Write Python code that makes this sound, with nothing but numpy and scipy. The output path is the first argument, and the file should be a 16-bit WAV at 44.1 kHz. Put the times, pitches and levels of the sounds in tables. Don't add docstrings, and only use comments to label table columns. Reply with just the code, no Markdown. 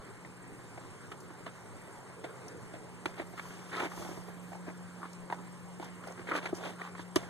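import sys
import numpy as np
from scipy import signal
from scipy.fft import rfft, irfft, next_fast_len
from scipy.io import wavfile
from scipy.ndimage import uniform_filter1d

SR = 44100
rng = np.random.default_rng(int(sys.argv[2]) if len(sys.argv) > 2 else 0)


def wrap_up_sound(samples):
    columns = np.atleast_2d(samples).T
    tamed = np.clip(columns, -1, 1)
    steps = np.round(tamed * 32767).astype(np.int16)
    wavfile.write(sys.argv[1], SR, steps)


N = 321489
T = np.arange(N) / SR


def gain_of(db):
    return 10 ** (np.asarray(db) / 20)


def evened(x):
    return x / np.sqrt(np.mean(x ** 2) + 1e-20)


def peaked(x, db):
    return gain_of(db) * x / abs(x).max()


def read(points, hz, order=1):
    table = np.transpose(points)
    return np.interp(np.log(hz + 1), np.log(table[0] + 1), table[order])


def level_over_time(rows):
    times, levels = np.transpose(rows)
    return np.interp(T, times, levels)


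def colour(x, points):
    hz = abs(np.fft.fftfreq(8192, 1 / SR))
    log_gain = np.log(gain_of(read(points, hz)))
    taps = np.fft.ifft(np.exp(np.conj(signal.hilbert(log_gain)))).real[:4096]
    return signal.oaconvolve(x, taps / np.linalg.norm(taps))[:len(x)]


def resonate(x, hz, width):
    turn = np.exp(2j * np.pi * np.cumsum(hz * np.ones(len(x))) / SR)
    r = np.exp(-np.pi * width / SR)
    smoothed = signal.lfilter([1 - r], [1, -r], x / turn)
    return 2 * (turn * smoothed).real


def wander(seconds):
    size = max(round(seconds * SR), 1)
    once = uniform_filter1d(rng.standard_normal(N), size)
    return evened(uniform_filter1d(once, size))


def grit(length, per_s, spread_db):
    draw = rng.random((length, 3))
    size = gain_of(spread_db * np.minimum(-np.log(draw[:, 0] + 1e-9), 3))
    sign = np.sign(draw[:, 1] - .5)
    return size * sign * (draw[:, 2] < per_s / SR)


def swell(start, top, end, point):
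    ramp = np.interp(T, np.sort([start, top, end]), [0, 1, 0])
    return np.sin(np.pi / 2 * ramp) ** point


# (time [s], knock pitch [Hz], knock peak [dB],
# crunch peak [dB], thud peak [dB], treble peak [dB], contact [ms])
STEPS = [(0.248, 1810, -46, -38, -63, -53, 4.7), (0.775, 616, -40, -41, -46, -49, 8.9),
         (1.117, 1330, -43, -39.5, -40.5, -41, 7.3), (1.304, 975, -45, -56, -43, -64, 6),
         (1.465, 660, -42.5, -32.5, -44, -43, 7), (2.099, 553, -47, -49, -49, -69, 6.6),
         (2.241, 620, -37, -34.5, -42, -38, 12), (2.293, 520, -46.5, -50, -55, -62, 13),
         (2.464, 630, -55, -55, -44, -54, 6), (2.737, 610, -43.5, -44, -44, -47, 11),
         (3.057, 960, -34.5, -21, -30, -26, 3.5), (3.14, 1500, -52, -45, -60, -49, 4),
         (3.167, 800, -51, -45, -57, -47, 5), (3.197, 666, -38.5, -33.5, -32, -50, 7.5),
         (3.336, 690, -44, -49, -47, -58, 4.6), (3.377, 1230, -42, -42, -63, -48, 6.7),
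         (3.395, 1570, -41, -28, -70, -38.5, 3.2), (3.454, 1080, -42, -49, -60, -57, 5.2),
         (3.505, 1450, -51, -41, -61, -52, 6), (3.73, 1457, -38, -32, -50.5, -43.5, 3),
         (3.742, 1300, -38, -40, -48, -46, 2.8), (3.759, 1100, -40, -35, -43, -44, 2.7),
         (3.767, 1996, -39, -42, -36.5, -32, 5), (3.799, 940, -49, -27, -29, -33.5, 4.7),
         (3.803, 990, -35, -25, -42, -38, 2.3), (3.818, 1200, -40, -28, -42, -34, 4.9),
         (3.829, 1210, -33, -46, -32, -48, 5.1), (3.849, 670, -41, -33, -39, -52, 16),
         (3.859, 905, -44, -39, -37, -44, 3.6), (3.916, 1190, -40, -39, -55, -48, 7.8),
         (3.974, 1020, -40, -46, -46, -55, 2.8), (3.996, 690, -40, -51, -40.5, -46, 4.6),
         (4.023, 920, -38, -46, -42, -46, 5.2), (4.049, 840, -36, -50, -43, -44, 3.7),
         (4.064, 860, -36.5, -50, -50, -55, 3), (4.089, 810, -38, -54, -37, -58, 2.2),
         (4.111, 900, -45, -48, -40, -58, 2.6), (4.174, 746, -40, -52, -42.5, -57.5, 5.5),
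         (4.283, 680, -45, -59, -46, -60, 6.6), (4.519, 780, -39, -55, -54, -64, 4),
         (4.531, 890, -39, -42, -58, -61, 3), (4.551, 829, -38, -44, -48, -61, 4.9),
         (4.666, 676, -45, -47, -57, -64, 5), (4.679, 680, -48, -46, -35, -60, 7.9),
         (5.018, 1140, -39, -55, -58, -62, 3), (5.03, 1140, -31.5, -46, -46, -58, 4),
         (5.041, 1150, -37, -48, -58, -58, 3), (5.053, 1150, -36, -49, -48, -59, 2.7),
         (5.3, 900, -35, -31, -64, -41.5, 3.3), (5.31, 885, -35, -51, -48, -51, 2.4),
         (5.325, 930, -25.5, -30, -56, -42, 3.4), (5.344, 900, -42, -48, -58, -55, 3),
         (5.387, 1040, -45, -57, -52, -52, 6.8), (5.798, 730, -37.5, -45, -37, -46, 2.6),
         (5.826, 910, -37, -50, -46, -42, 5.8), (6.037, 1400, -42, -53, -53, -47, 6),
         (6.271, 1610, -51, -34.5, -62, -45, 12), (6.313, 1230, -30.5, -26, -40, -52, 9.6),
         (6.339, 1190, -31, -31, -37, -53, 6), (6.352, 1265, -36, -23, -43, -37, 4.8),
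         (6.288, 1400, -45, -29, -52, -42, 3.6), (6.362, 1200, -35, -33, -42, -31, 6),
         (6.374, 1300, -40, -36, -44, -40, 4.6), (6.456, 1410, -44, -25, -33, -34, 7.2),
         (6.528, 810, -41, -62, -24, -70, 4.2), (6.582, 800, -46, -49, -53, -55, 4.7),
         (6.637, 1100, -42, -31, -50, -44, 4), (6.65, 1000, -51, -47, -52, -38, 3),
         (6.661, 1000, -42, -40, -51, -43, 3), (6.668, 900, -44, -42, -50, -44, 3),
         (6.816, 1820, -35, -29, -63, -49, 2.4), (6.951, 1113, -41, -37.5, -62, -50, 5),
         (6.98, 1130, -44, -40, -55, -49, 4.7), (6.993, 1040, -42, -37.5, -41, -55, 5.5),
         (7.16, 1078, -24, -22.5, -17.5, -20, 5.6)]
# (multiple of the thud pitch, width [Hz], level [dB])
SOLE = [(1, 133, 7), (1.85, 200, -3), (.27, 70, -11)]
THUD_HZ = 343
# (frequency [Hz], level [dB per Hz])
CRUNCH = [(120, -58.5), (250, 0.5), (400, 4), (650, -2), (1000, -1), (1500, 3), (2300, -0.5), (3000, -14.5),
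          (4500, -31), (8800, -42)]
# (frequency [Hz], level [dB per Hz])
FINE = [(1500, -39), (2600, 3.5), (3500, 8.5), (4800, -4), (7000, -36.5)]
# (frequency [Hz], level [dB per Hz])
SAND = [(2000, -31), (4500, 4.5), (6200, 7.5), (8800, 1.5), (11500, -2.5), (13500, -9), (14500, -43)]


def steps():
    out, t = np.zeros(N + 5000), np.arange(5000) / SR
    low_cut = signal.butter(2, 170, "high", fs=SR)
    for s, hz, knock_db, crunch_db, thud_db, treble_db, contact_ms in STEPS:
        release = np.exp(-1000 * t / max(contact_ms, 1)) + 0.11 * np.exp(-t / 0.02)
        press = (1 - np.exp(-t / 0.00064)) * release
        first_crack = 3.35 * signal.unit_impulse(len(t), 20)
        cracks = grit(len(t), per_s=5000, spread_db=2.5) * press + first_crack
        knock = resonate(resonate(cracks, hz, 280), hz, 700)
        push = signal.lfilter(*low_cut, press * np.exp(-t / 0.00046) + 0.53 * cracks)
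        thud = 0
        for multiple, width, db in SOLE:
            mode_hz = multiple * THUD_HZ
            mode = resonate(resonate(push, mode_hz, width), mode_hz, width)
            thud = thud + gain_of(db) * evened(mode)
        spit = cracks * np.exp(-t / 0.093)
        spit = evened(colour(spit, FINE)) + 0.42 * evened(colour(spit, SAND))
        sound = peaked(knock, knock_db) + peaked(colour(cracks, CRUNCH), crunch_db)
        sound = sound + peaked(thud, thud_db) + peaked(spit, treble_db)
        out[round(s * SR):][:len(t)] += sound
    return out[:N]


# (start [s], hardest [s], end [s], crunch level [dB], rub level [dB],
# fine grit level [dB], sand hiss level [dB], pitch of the rub [Hz])
DRAG = [(1.107, 1.125, 1.153, -57, -53, -61, -73, 1280), (1.455, 1.467, 1.506, -55, -48, -57, -76, 1300),
        (2.23, 2.253, 2.3, -55, -57, -64, -73, 624), (2.734, 2.752, 2.79, -57, -54, -66, -76, 614),
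        (3.053, 3.08, 3.14, -60, -52, -60, -62, 560), (3.169, 3.192, 3.25, -47, -49.5, -53, -63, 834),
        (3.369, 3.386, 3.402, -53, -48.5, -62, -74, 1220), (3.297, 3.45, 4.15, -57, -61, -61, -60, 1090),
        (3.689, 3.772, 3.82, -43, -45.5, -51.5, -62, 1284),
        (3.77, 3.835, 3.89, -41.5, -41, -49.5, -54, 890), (3.858, 4.02, 4.29, -53.5, -52.5, -59, -55, 780),
        (4.271, 4.286, 4.33, -61, -55, -69, -73, 654), (4.515, 4.54, 4.6, -60, -56, -74, -64, 770),
        (4.658, 4.688, 4.725, -48, -46, -76, -76, 735), (5.018, 5.042, 5.1, -60, -51, -63, -77, 1110),
        (5.305, 5.33, 5.365, -56, -48, -58, -59, 895), (5.793, 5.83, 5.92, -51.5, -51, -57, -61, 895),
        (5.998, 6.104, 6.15, -53.5, -50.5, -64.5, -64, 652), (6.16, 6.207, 6.24, -52.5, -56, -66, -66, 412),
        (6.261, 6.303, 6.335, -40.5, -44, -49, -60, 1410),
        (6.322, 6.364, 6.41, -40.5, -41.5, -45.5, -51, 1190),
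        (6.383, 6.457, 6.53, -47.5, -49.5, -53.5, -59.5, 910),
        (6.538, 6.679, 6.75, -49.5, -47, -54.5, -57, 730), (6.535, 6.556, 6.6, -56, -56, -59, -52.5, 800),
        (6.619, 6.655, 6.69, -51, -58, -54, -78, 1160), (6.77, 6.833, 6.92, -56, -47.5, -58.5, -64, 1192),
        (6.955, 7.015, 7.04, -61, -59, -55, -59, 1046),
        (7.157, 7.149, 7.32, -50.5, -51.5, -55.5, -57.5, 660)]
CRUMBS = [.7, .85, 1, 1.2, 1.5]
DRAG_POINT = 1.37


def drag():
    rows = np.array(DRAG)
    press = np.array([swell(*row[:3], DRAG_POINT) for row in rows])
    crunch_gain, rub_gain, fine_gain, sand_gain = gain_of(rows[:, 3:7]).T @ press
    strongest = np.argmax(press * gain_of(rows[:, 4:5]), axis=0)
    centre_hz = rows[strongest, 7]
    clumps = gain_of(3.0 * wander(0.004))
    cracks = grit(N, per_s=3000, spread_db=2.0) * clumps
    crumbs = 0
    for multiple in CRUMBS:
        pops = grit(N, per_s=600, spread_db=3.0) * clumps
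        crumbs = crumbs + evened(resonate(pops, multiple * centre_hz, 130 * multiple))
    rub = resonate(resonate(cracks, centre_hz, 250), centre_hz, 260)
    rub = evened(evened(crumbs) + 0.4 * evened(rub))
    spray = grit(N, per_s=12000, spread_db=5.0)
    crunch = evened(colour(cracks, CRUNCH))
    fine = evened(colour(0.39 * spray + 1.25 * cracks, FINE))
    sand = evened(colour(spray + .2 * cracks, SAND))
    return crunch_gain * crunch + rub_gain * rub + fine_gain * fine + sand_gain * sand


# (time [s], peak level [dB])
TICKS = [(1.204, -39.5), (2.37, -48), (2.482, -34), (5.1316, -38), (5.8444, -38.5), (6.0741, -43),
         (6.1227, -42), (6.3634, -37), (6.552, -40), (6.695, -44), (7.1587, -16)]


def ticks():
    out, t = np.zeros(N + 1500), np.arange(1500) / SR
    for s, db in TICKS:
        fade = np.exp(-t / 0.0006) + 0.19 * np.exp(-t / 0.011)
        snap = rng.standard_normal(len(t)) * fade
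        out[round(s * SR):][:len(t)] += peaked(colour(snap, SAND), db)
    return out[:N]


HIGH_BEAT = 18.622, .07
LOW_BEAT = 15.86, .19
HIGH_HZ, LOW_HZ = 8309, 7490
CHIRP_SHARE = .42


def cricket(hz, beat, db, waver_hz, uneven_db, fall_hz):
    rate, offset = beat
    phase = (rate * T + offset + .5) % 1 - .5
    gate = np.cos(np.pi * np.clip(phase / CHIRP_SHARE, -.5, .5)) ** 2
    sag = fall_hz * np.clip(2 * phase / CHIRP_SHARE, 0, 1) ** 2
    pitch = hz - sag + waver_hz * wander(0.00676)
    tone = np.sin(2 * np.pi * np.cumsum(pitch) / SR)
    return gain_of(db + uneven_db * wander(0.0094)) * gate * tone * np.array([[1], [.15]])


# (time [s], level [dB])
HUM = [(0.0, -73), (0.3, -60), (0.75, -66), (1.2, -61.5), (2.2, -65.5), (2.88, -59.5), (3.8, -55),
       (4.45, -52), (5.3, -53), (6.2, -55.5), (7.0, -51.5), (7.29, -55)]
HUM_HZ = 178.5


def hum():
    pitch = HUM_HZ + 0.37 * wander(0.093)
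    tone = np.sqrt(2) * np.sin(2 * np.pi * np.cumsum(pitch) / SR)
    return gain_of(level_over_time(HUM) + 0.51 * wander(0.025)) * tone


# (time [s], level [dB] before a cut of 3 dB)
DRONE = [(0, -68), (.5, -62.5), (3.5, -60.5), (4.3, -66.5), (7.29, -63.5)]


def drone():
    fuzz = evened(resonate(rng.standard_normal(N), 126.8, 15))
    return gain_of(level_over_time(DRONE) - 3.0) * fuzz * np.array([[1.15], [.85]])


# (start [s], top [s], end [s], level [dB], pitch [Hz], width [Hz])
MURMUR = (2.05, 2, 3.5, -60.5, 455, 116)


def murmur():
    start, top, end, db, hz, width = MURMUR
    band = resonate(resonate(rng.standard_normal(N), hz, width), hz, width)
    return gain_of(db + 2.0 * wander(0.086)) * swell(start, top, end, point=0.99) * evened(band)


# (start [s], top [s], end [s], level [dB])
GUSTS = [(1.154, 1.202, 1.3, -66), (1.74, 1.8, 1.7, -78), (3.45, 3.57, 3.1, -62), (3.843, 4.025, 4.28, -56),
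         (4.22, 4.294, 4.36, -63), (4.496, 4.58, 4.3, -62), (5.591, 5.718, 5.3, -78)]
# (frequency [Hz], level [dB per Hz])
WIND = [(20, -29), (50, -8), (80, -5), (130, -2.5), (200, -12), (350, -45), (700, -41.5)]
BREEZE_DB = -71.5


def wind():
    lumps = colour(rng.standard_normal(N) * gain_of(2.2 * wander(0.03)), WIND)
    hz = np.fft.rfftfreq(N, 1 / SR)
    tilted = irfft(rfft(lumps) * np.clip(hz, 40, 800) / 130, N)
    blowing = gain_of(BREEZE_DB)
    for *times, db in GUSTS:
        blowing = blowing + gain_of(db) * swell(*times, point=1.2)
    fade_in = np.minimum(T / .05, 1)
    return fade_in * blowing * evened(tilted) * np.array([[1.2], [.8]])


# (frequency [Hz], level [dB per Hz])
AIR = [(25, -12.5), (40, -49.5), (70, -13.5), (110, 0.5), (160, -4.5), (250, -4), (400, -2.5), (650, -8.5),
       (1000, -5), (1500, -7.5), (2100, -11), (3300, -20), (4500, -22), (6200, -22.5), (8000, -17),
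       (11500, -29), (13500, -36)]
AIR_DB = -52.5


def air():
    frames = N // 256 + 5
    a, b, patches = rng.standard_normal((frames, 513, 3)).T
    patches = uniform_filter1d(patches, 12, 0)
    patches = evened(uniform_filter1d(patches, 14, 1))
    z = (a + 1j * b) * gain_of(1.6 * patches)
    wash = colour(signal.istft(z, nperseg=1024, noverlap=768)[1][:N], AIR)
    return gain_of(AIR_DB + 0.5 * wander(0.17) + 0.28 * wander(0.025)) * evened(wash)


# (frequency [Hz], level [dB], likeness, held within -0.7..0.7 when used)
PORTS = [(41.4, -10, -0.28), (163, -16, -1.1), (246, -15.5, -1.5), (395, -11, -1.44), (630, -4.5, -1.55),
         (1040, -5.5, -1.1), (1520, 2.5, -2), (2070, -1.5, -0.31), (3000, -2.5, 0.72), (4500, -1, 0.77),
         (7900, -1.5, -0.69), (13400, 0.5, 0.38)]
# (frequency [Hz], share of the difference)
RIGHT_LEAD = [(120, .05), (300, 0.092), (700, 0.33), (1500, 0.065), (3500, 0.025)]


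def ports(x, spread_s, drift_s):
    size = next_fast_len(N + 8192)
    hz = np.fft.rfftfreq(size, 1 / SR)
    apart = rfft(x, size) * gain_of(read(PORTS, hz))
    likeness = np.clip(read(PORTS, hz, order=2), -.7, .7)
    alike = likeness - 1j * np.clip(read(RIGHT_LEAD, hz), 0, .7)
    scattered = apart * np.sqrt(1 - abs(alike) ** 2)
    paths = []
    for knots in rng.random((2, round(SR * spread_s) + 2)):
        delay = spread_s * (0.33 + np.interp(hz, np.linspace(0, SR / 2, len(knots)), knots))
        late = np.exp(-2j * np.pi * np.cumsum(delay) * hz[1])
        paths.append(irfft(scattered * late, size)[:N])
    turn = np.pi * wander(drift_s)
    apart = irfft(apart * alike, size)[:N] + np.cos(turn) * paths[0] + np.sin(turn) * paths[1]
    return np.array([x + apart, x - apart])


def scene():
    feet = ports(steps() + drag() + ticks(), spread_s=.003, drift_s=0.042)
    insects = cricket(HIGH_HZ, HIGH_BEAT, db=-52.5, waver_hz=18.7, uneven_db=1.5, fall_hz=305)
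    insects = insects + cricket(LOW_HZ, LOW_BEAT, db=-55.5, waver_hz=50, uneven_db=1.8, fall_hz=650)
    far = ports(hum() + murmur() + air(), spread_s=.02, drift_s=0.29)
    return feet + insects + far + drone() + wind()


CROSS_DELAY = 17
EDGE_HZ = 14150


def record(dry):
    wide = dry - 1.003 * np.roll(dry[::-1], CROSS_DELAY, axis=1)
    size = next_fast_len(N + 8192)
    hz = np.fft.rfftfreq(size, 1 / SR)
    lift = .5 + SR / (2 * np.pi * CROSS_DELAY) / (1j * hz + 40)
    again = .35 * hz / (hz + 600) * np.exp(-2j * np.pi * hz * CROSS_DELAY / SR)
    lifted = irfft(rfft(wide, size) * lift / (1 - again), size)[:, :N]
    band_limit = signal.firwin(511, EDGE_HZ, window=("kaiser", 9), fs=SR)
    return signal.oaconvolve(lifted, band_limit[None], "same")


dry = scene()
out = record(dry)
wrap_up_sound(out)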